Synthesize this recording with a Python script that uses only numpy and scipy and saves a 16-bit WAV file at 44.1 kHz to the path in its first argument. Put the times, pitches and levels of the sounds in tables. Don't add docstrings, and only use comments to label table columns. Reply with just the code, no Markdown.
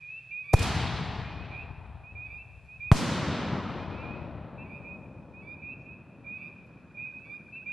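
import sys
import numpy as np
from scipy import signal
from scipy.fft import rfft, irfft, next_fast_len
from scipy.io import wavfile
from scipy.ndimage import uniform_filter1d

SR = 44100
rng = np.random.default_rng(int(sys.argv[2]) if len(sys.argv) > 2 else 0)


def digitize_waveform(pressure):
    field = np.atleast_2d(pressure).T
    bounded = np.clip(field, -1, 1)
    quanta = np.round(bounded * 32767).astype(np.int16)
    wavfile.write(sys.argv[1], SR, quanta)


def gain_from_db(level_db):
    decades = np.asarray(level_db, float) / 20
    return 10 ** decades


N = 340452
SIZE = next_fast_len(N)
T = np.arange(N) / SR
HZ = np.fft.rfftfreq(SIZE, 1 / SR)


def shape(table):
    hz, db = np.transpose(table)
    return np.interp(np.log(HZ + 1), np.log(hz), db)


def band(spectrum, lo_hz, hi_hz):
    lo, hi = np.searchsorted(HZ + 1, [lo_hz, hi_hz])
    across = np.log((HZ[lo:hi] + 1) / lo_hz) / np.log(hi_hz / lo_hz)
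    part = np.zeros_like(spectrum)
    part[..., lo:hi] = spectrum[..., lo:hi] * np.sin(np.pi * across) ** 2
    return irfft(part, SIZE)[..., :N]


def walk(rate):
    k = int(SR / rate)
    held = np.repeat(rng.standard_normal(N // k + 1), k)
    return 1.3 * uniform_filter1d(uniform_filter1d(held, k), k)[:N]


def stereo(mid, side):
    # frequency in Hz, side minus mid in dB
    side_db = [(25, -20), (60, -13), (110, -9), (200, -16.5), (700, -15), (2400, -16), (4000, -13),
               (6000, -1.5), (15000, -3)]
    side = side * gain_from_db(shape(side_db))
    return np.array([mid + side, mid - side])


def pan(x, db):
    return x * gain_from_db(np.array([[db / 2], [-db / 2]]))


def night():
    # frequency in Hz, level in dB per Hz
    air_colour = [(20, -25), (60, -4), (140, 3), (260, -20), (500, -18), (1000, -19.5), (1700, -21),
                  (2100, -28), (3500, -33.5), (6000, -43), (11000, -47.5), (11900, -50), (12300, -75),
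                  (16000, -80)]
    # time in seconds, level in dB
    hiss_level = [(0, 6), (.5, 7), (.6, -1), (2.85, 4), (3.0, -1), (6, .3), (7.72, 3)]
    # time in seconds, centre in Hz, level in dB, spread in ms
    puffs = [
        (5.82, 5000, -75, 45),
        (6.667, 11500, -78, 4),
    ]
    noise = rfft(rng.standard_normal((2, SIZE)))
    both = stereo(*(noise * gain_from_db(shape(air_colour))))
    hiss_db = np.interp(T, *np.transpose(hiss_level))
    out = np.zeros((2, N))
    for hz in 20 * 2. ** np.arange(11):
        drift_db = 1.5 * walk(3) + hiss_db * (hz > 2000)
        out += gain_from_db(drift_db) * band(both, hz / 2, hz * 2)
    out *= gain_from_db(-60) / out.std() * np.clip(T / .01, 0, 1)
    for s, hz, db, spread_ms in puffs:
        puff = np.exp(-((T - s) * 1000 / spread_ms) ** 2)
        out += gain_from_db(db) * puff * band(noise, hz / 1.9, hz * 1.9)
    return out


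def calls():
    # start in seconds, length in seconds, level in dB
    near_frog = (2369, 1530, -4.8), [(.311, .116, -38.5), (1.515, .113, -46), (2.154, .122, -44),
                 (2.804, .107, -39.5), (4.04, .117, -48), (4.845, .118, -47), (5.623, .115, -44),
                 (6.26, .126, -42), (6.972, .115, -40.5), (7.662, .12, -37)]
    big_frog = (2334, 1670, -6.2), [(.487, .092, -40), (1.54, .092, -48), (2.302, .09, -46),
                (3.98, .093, -52.5), (4.704, .09, -50), (5.471, .085, -46), (6.416, .081, -46),
                (7.296, .082, -43.5)]
    high_frog = (2601, 1630, 1), [(1.583, .056, -50), (2.377, .052, -46.5), (3.978, .056, -52),
                 (4.581, .058, -50), (5.688, .058, -47.5), (6.385, .055, -53.5), (7.526, .062, -43.5)]
    quick_frog = (2415, 2150, -4), [(.475, .097, -50), (1.372, .091, -53.5), (2.038, .094, -51.5),
                  (2.686, .091, -50), (3.91, .085, -55), (4.693, .094, -54.5), (5.338, .089, -52.5),
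                  (5.857, .097, -51), (6.946, .098, -50), (7.554, .089, -48.5)]
    reed_frog = (2480, 1580, -5), [(.006, .05, -53), (.21, .123, -55), (1.493, .088, -57),
                 (2.24, .117, -56), (4.162, .107, -62), (4.804, .107, -57.5), (5.567, .12, -57),
                 (6.41, .08, -51.5), (7.155, .11, -53.5)]
    far_frog = (2368, 1520, -3.5), [(.022, .097, -46.5), (1.235, .105, -55.5), (1.31, .06, -57),
                (3.771, .094, -56), (4.578, .104, -55.5), (6.245, .03, -50), (6.348, .114, -57.5)]
    long_frog = (2353, 1500, -4.8), [(.529, .131, -43.5), (7.061, .129, -49)]
    stray_frog = (2520, 1630, 1), [(.087, .115, -43)]
    chorus = []
    for voice, rows in [near_frog, high_frog, quick_frog, reed_frog, far_frog, long_frog, stray_frog]:
        chorus += [(*call, *voice, None) for call in rows]
    voice, rows = big_frog
    chorus += [(*call, *voice, 0) for call in rows]
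    lead_s, grunt_s, grunt_hz, grunt_db, bright_db = .048, .05, 2262, -12, 9
    for s, _, db in rows:
        chorus.append((s - lead_s, grunt_s, db + grunt_db, grunt_hz, *voice[1:], bright_db))
    return chorus


def peepers():
    # multiple of the whistle, level in dB for small frogs, level in dB for the big frog
    overtones = [(.5, -44, -28), (1.5, -38, -30), (2, -52, -36), (4, -68, -45)]
    out, chorus = np.zeros((2, N + SR)), calls()
    edge_s = .006
    for (s, length, db, hz, rise, pan_db, big), turn in zip(chorus, rng.random(len(chorus))):
        t = np.arange(int((length + 2 * edge_s) * SR)) / SR - edge_s
        u = t / length
        pitch = hz + rise * length * (u + .1 * u * (1 - u))
        phase = 2 * np.pi * (turn + np.cumsum(pitch) / SR)
        voice = np.sin(phase)
        for k, small_db, big_db in overtones:
            voice += gain_from_db(small_db if big is None else big_db + big) * np.sin(k * phase)
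        ramp = np.minimum(t + edge_s, (length + edge_s - t) * .6) / .011
        swell = np.sin(np.pi / 2 * np.clip(ramp, 0, 1)) ** 2
        swell *= gain_from_db(3.0 * np.sin(np.pi * np.clip(u, 0, 1)) - 2)
        i = max(int((s - edge_s) * SR), 0)
        out[:, i:i + len(t)] += pan(np.sqrt(2) * gain_from_db(db) * swell * voice, pan_db)
    out = out[:, :N]
    age = T[:SR]
    decay = gain_from_db(-60 * age / .75) + gain_from_db(-4.5 - 60 * age / 2.5)
    trees = rng.standard_normal((3, SR)) * decay * np.clip(age / .02, 0, 1)
    trees = gain_from_db(-47) * (trees[0] + .3 * trees[1:])
    return out + signal.fftconvolve(out.mean(0, keepdims=True), trees, axes=1)[:, :N]


def tearing_gas():
    # start in seconds, peak in seconds, level in dB, fade in ms, centre in Hz
    tears = [(.529, .537, -31.5, 7.0, 5900), (2.9156, 2.9162, -38, 25.0, 5500), (.54, .542, -28, 6.0, 700),
             (.586, .595, -37, 5.0, 5000), (.615, .629, -36, 12.0, 5000), (.553, .556, -47, 20.0, 6000),
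             (2.917, 2.921, -25, 14.0, 600), (2.945, 2.97, -37, 40.0, 4500), (2.918, 2.923, -31, 6.0, 1500),
             (.55, .565, -38, 30.0, 330), (.595, .61, -35, 30.0, 320)]
    gas = rfft(rng.standard_normal((3, SIZE)))
    gas = gas[0] + .65 * gas[1:]
    out = np.zeros((2, N))
    for k, (start, peak, db, fade_ms, hz) in enumerate(tears):
        hiss = np.roll(band(gas, hz / 3.5, hz * 3.5), -k * 9000, axis=1) * np.sqrt(SR / 3 / hz)
        swell = np.clip((T - start) / (peak - start), 0, 1) ** 1.5
        fade = np.exp(-np.clip(T - peak, 0, 1) * 1000 / fade_ms)
        out += gain_from_db(db) * swell * fade * hiss
    return out


def shock_fronts():
    # time in seconds, peak in dB, push in ms, left minus right in dB
    shocks = [
        (.5331, -23, .9, -1.5),
        (.5396, -7.5, .8, 2),
        (2.9156, -7.5, .8, 0),
        (2.9165, -6.5, .55, 1),
        (2.9203, -18, 5.5, 0),
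    ]
    out = np.zeros((2, N))
    for s, db, push_ms, pan_db in shocks:
        u = (T - s) * 1000 / push_ms
        rise = np.clip(u / .2, 0, 1)
        drop = np.clip((1 - u) / .3, -.35, 1)
        recovery = np.exp(-np.clip(u - 1, 0, 50) ** 2 / 1.5)
        out += pan(gain_from_db(db) * rise * drop * recovery, pan_db)
    return out


def mortar_tube():
    # start in seconds, end in seconds, pitch in Hz, level in dB
    tube = (.5361, .5396, 555, -13)
    start, end, hz, db = tube
    gate = np.clip(np.minimum(T - start, end - T) / .0003, 0, 1)
    return gain_from_db(db) * np.cos(2 * np.pi * hz * (T - end) + 2.1) * gate


def gas_swing():
    # start in seconds, trough in seconds, pitch in Hz, peak in dB, fade in ms, pressure left behind
    thumps = [
        (.5411, .5436, 106, -5.5, 9.7, .13),
        (2.917, 2.9189, 122, -4.5, 9.0, -.2),
    ]
    late_s = np.array([[.00015], [0]])
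    out = np.zeros((2, N))
    for start, trough, hz, db, fade_ms, behind in thumps:
        age = np.clip(T - start, 0, 1)
        u = age * 1000 / fade_ms
        swing = -np.cos(2 * np.pi * hz * (T - late_s - trough) * (1 - 6.0 * age.clip(0, .04)))
        out += gain_from_db(db) * swing * np.clip(age / .0012, 0, 1) * np.exp(-u ** 3)
        out += behind * np.clip(u, 0, 1) ** 6 * np.exp(-age / .016)
    return out


def slope_slaps():
    # time in seconds, peak in dB, pitch in Hz
    slaps = [(.599, -19, 88), (.634, -27, 110), (.741, -27, 140), (.866, -28, 120), (.934, -25, 113),
             (1.002, -27, 129), (1.086, -31, 125), (1.209, -33, 95), (1.549, -38, 102), (3.04, -25, 172),
             (3.084, -21, 180), (3.142, -28, 170), (3.279, -27, 180)]
    out = np.zeros(N)
    for s, db, hz in slaps:
        u = (T - s) * hz - 1.1
        out += gain_from_db(db + 2) * np.sin(2 * np.pi * u) * np.exp(-(u / .7) ** 2)
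    return out


def roar(start_s, length_s, field, lean, colour, knocks_db, patchy_db, early_s, swell_db, swell_s, far_db_per_s):
    centres_hz = (75, 200, 750, 3700)
    # low edge in Hz, high edge in Hz
    edges_hz = [(40, 110), (140, 350), (450, 1300), (3000, 4500)]
    knee_s = .08
    air_loss = 25
    wide_db, wide_s = 13, .13
    knock_rate = 70
    age = np.arange(0, length_s, .005)
    s, pan_db = start_s + age, np.interp(age, *np.transpose(lean))
    levels = []
    for db, hold, fade, far_db in field:
        near_db = db - fade * knee_s * np.logaddexp(0, (age - hold) / knee_s)
        hills_db = far_db - far_db_per_s * age
        total_db = 10 * np.log10(gain_from_db(2 * near_db) + gain_from_db(2 * hills_db))
        levels.append(total_db - swell_db * np.clip(1 - age / swell_s, 0, 1))

    chance = rng.random((2, 2, N))
    hits = (chance[0] < knock_rate / SR) * np.sign(chance[1] - .5)
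    knocks = hits * chance[0, ::-1] * np.sqrt(3 * SR / knock_rate)
    haze = rfft(rng.standard_normal((2, SIZE)))
    echoes = haze + gain_from_db(knocks_db) * rfft(knocks, SIZE) / (1 + (HZ / 450) ** 2)
    echoes *= gain_from_db(shape(colour))
    power = np.abs(echoes[0]) ** 2 * 2 / SIZE ** 2
    gains = []
    for db, (lo, hi) in zip(levels, edges_hz):
        gains.append(db - 10 * np.log10(power[(HZ > lo) & (HZ < hi)].sum()))

    both, out = stereo(*echoes), np.zeros((2, N))
    surge = .7 * walk(30)
    here = (s * SR).astype(int).clip(0, N - 1)
    for centre in 20 * 2 ** np.arange(0, 10, .5):
        db = np.zeros(len(age))
        for share, g in zip(np.eye(len(gains)), gains):
            db += np.interp(np.log(centre), np.log(centres_hz), share) * g
        above = max(centre / centres_hz[-1] - 1, 0) ** 1.2
        db -= air_loss * above * (age - early_s * min(6000 / centre, 1) ** 1.5)
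        db += patchy_db * (walk(14) + surge)[here]
        lean_db = pan_db / (1 + centre / 600)
        gain = [np.interp(T, s, gain_from_db(db + side * lean_db / 2)) for side in (1, -1)]
        left, right = band(both, centre / np.sqrt(2), centre * np.sqrt(2))
        spread_db = (wide_db * np.exp(-age / wide_s) - 4.5) / (1 + (centre / 1800) ** 2)
        wide = np.interp(T, s, gain_from_db(spread_db))
        differing = wide * (left - right) * np.array([[1], [-1]])
        out += gain * (left + right + differing) / 2
    fade_in = np.clip((T - s[0] + .022) / .018, 0, 1)
    fade_out = np.clip((s[-1] + .2 - T) / .05, 0, 1)
    return out * fade_in * fade_out


def lift_roar():
    # full level in dB, held until age in seconds,
    # then fade in dB a second, far hills' level in dB
    echo_field = [
        (-36.5, .15, 9.5, -75),
        (-35, .27, 23, -59),
        (-37.5, .14, 15, -85),
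        (-40.5, .2, 31, -90),
    ]
    # age in seconds, left minus right in dB
    echo_lean = [(0, 0), (.25, 4.5), (1.2, 6.5), (2.3, 4.5)]
    # frequency in Hz, level in dB per Hz
    echo_colour = [(15, -49), (25, -30), (68, -1.5), (120, -1), (363, -18.5), (427, -15.5), (531, -22),
                   (624, -15.5), (775, -12), (1400, -18), (2480, -21), (4140, -25), (6920, -42.5),
                   (10700, -49.5), (16000, -68.5)]
    return roar(.575, 2.25, echo_field, echo_lean, echo_colour, knocks_db=0, patchy_db=.8,
                early_s=.41, swell_db=8, swell_s=.065, far_db_per_s=4)


def burst_roar():
    # full level in dB, held until age in seconds,
    # then fade in dB a second, far hills' level in dB
    echo_field = [
        (-42.5, .85, 9, -56),
        (-32, .33, 19, -45),
        (-38.5, .55, 11.5, -54),
        (-43, .3, 25.5, -83),
    ]
    # age in seconds, left minus right in dB
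    echo_lean = [(0, 0), (.55, 2.5), (1.15, 7), (1.6, 4), (2.8, 2), (4.7, 2.5)]
    # frequency in Hz, level in dB per Hz
    echo_colour = [(15, -57), (25, -28), (80, -2.5), (190, 0.5), (263, -3), (451, -10.5), (575, -7),
                   (677, -11.5), (1020, -10.5), (1100, -13), (1370, -13.5), (1520, -16.5), (4250, -26.5),
                   (9840, -43.5), (16000, -59)]
    return roar(2.95, 4.7, echo_field, echo_lean, echo_colour, knocks_db=-2.5, patchy_db=.7,
                early_s=.2, swell_db=1.5, swell_s=.07, far_db_per_s=2.5)


def tree_frog():
    # time in seconds, pulses a second, level in dB
    trill = [(5.9, 14.6, -92), (6.45, 14.0, -82), (7.0, 14.05, -76), (7.72, 14.1, -72)]
    s, rate, db = np.transpose(trill)
    pulses_left = np.cumsum(np.interp(T[::-1], s, rate))[::-1] / SR
    age = -((pulses_left + .2) % 1 - .5) / 14
    blip = np.exp(-(age / .0075) ** 2) * np.sin(2 * np.pi * (1540 * age + 6500 * age ** 2))
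    return pan(gain_from_db(np.interp(T, s, db, left=-120) + 13) * blip, -6)


def scene():
    blasts = tearing_gas() + shock_fronts() + mortar_tube() + gas_swing() + slope_slaps()
    return night() + peepers() + blasts + lift_roar() + burst_roar() + tree_frog()


def band_limit(x):
    return signal.sosfilt(signal.butter(12, 16300, fs=SR, output="sos"), x)


def record(dry):
    mix = signal.sosfilt(signal.butter(8, 15000, fs=SR, output="sos"), dry)
    return band_limit(mix)


dry = scene()
out = record(dry)
digitize_waveform(out)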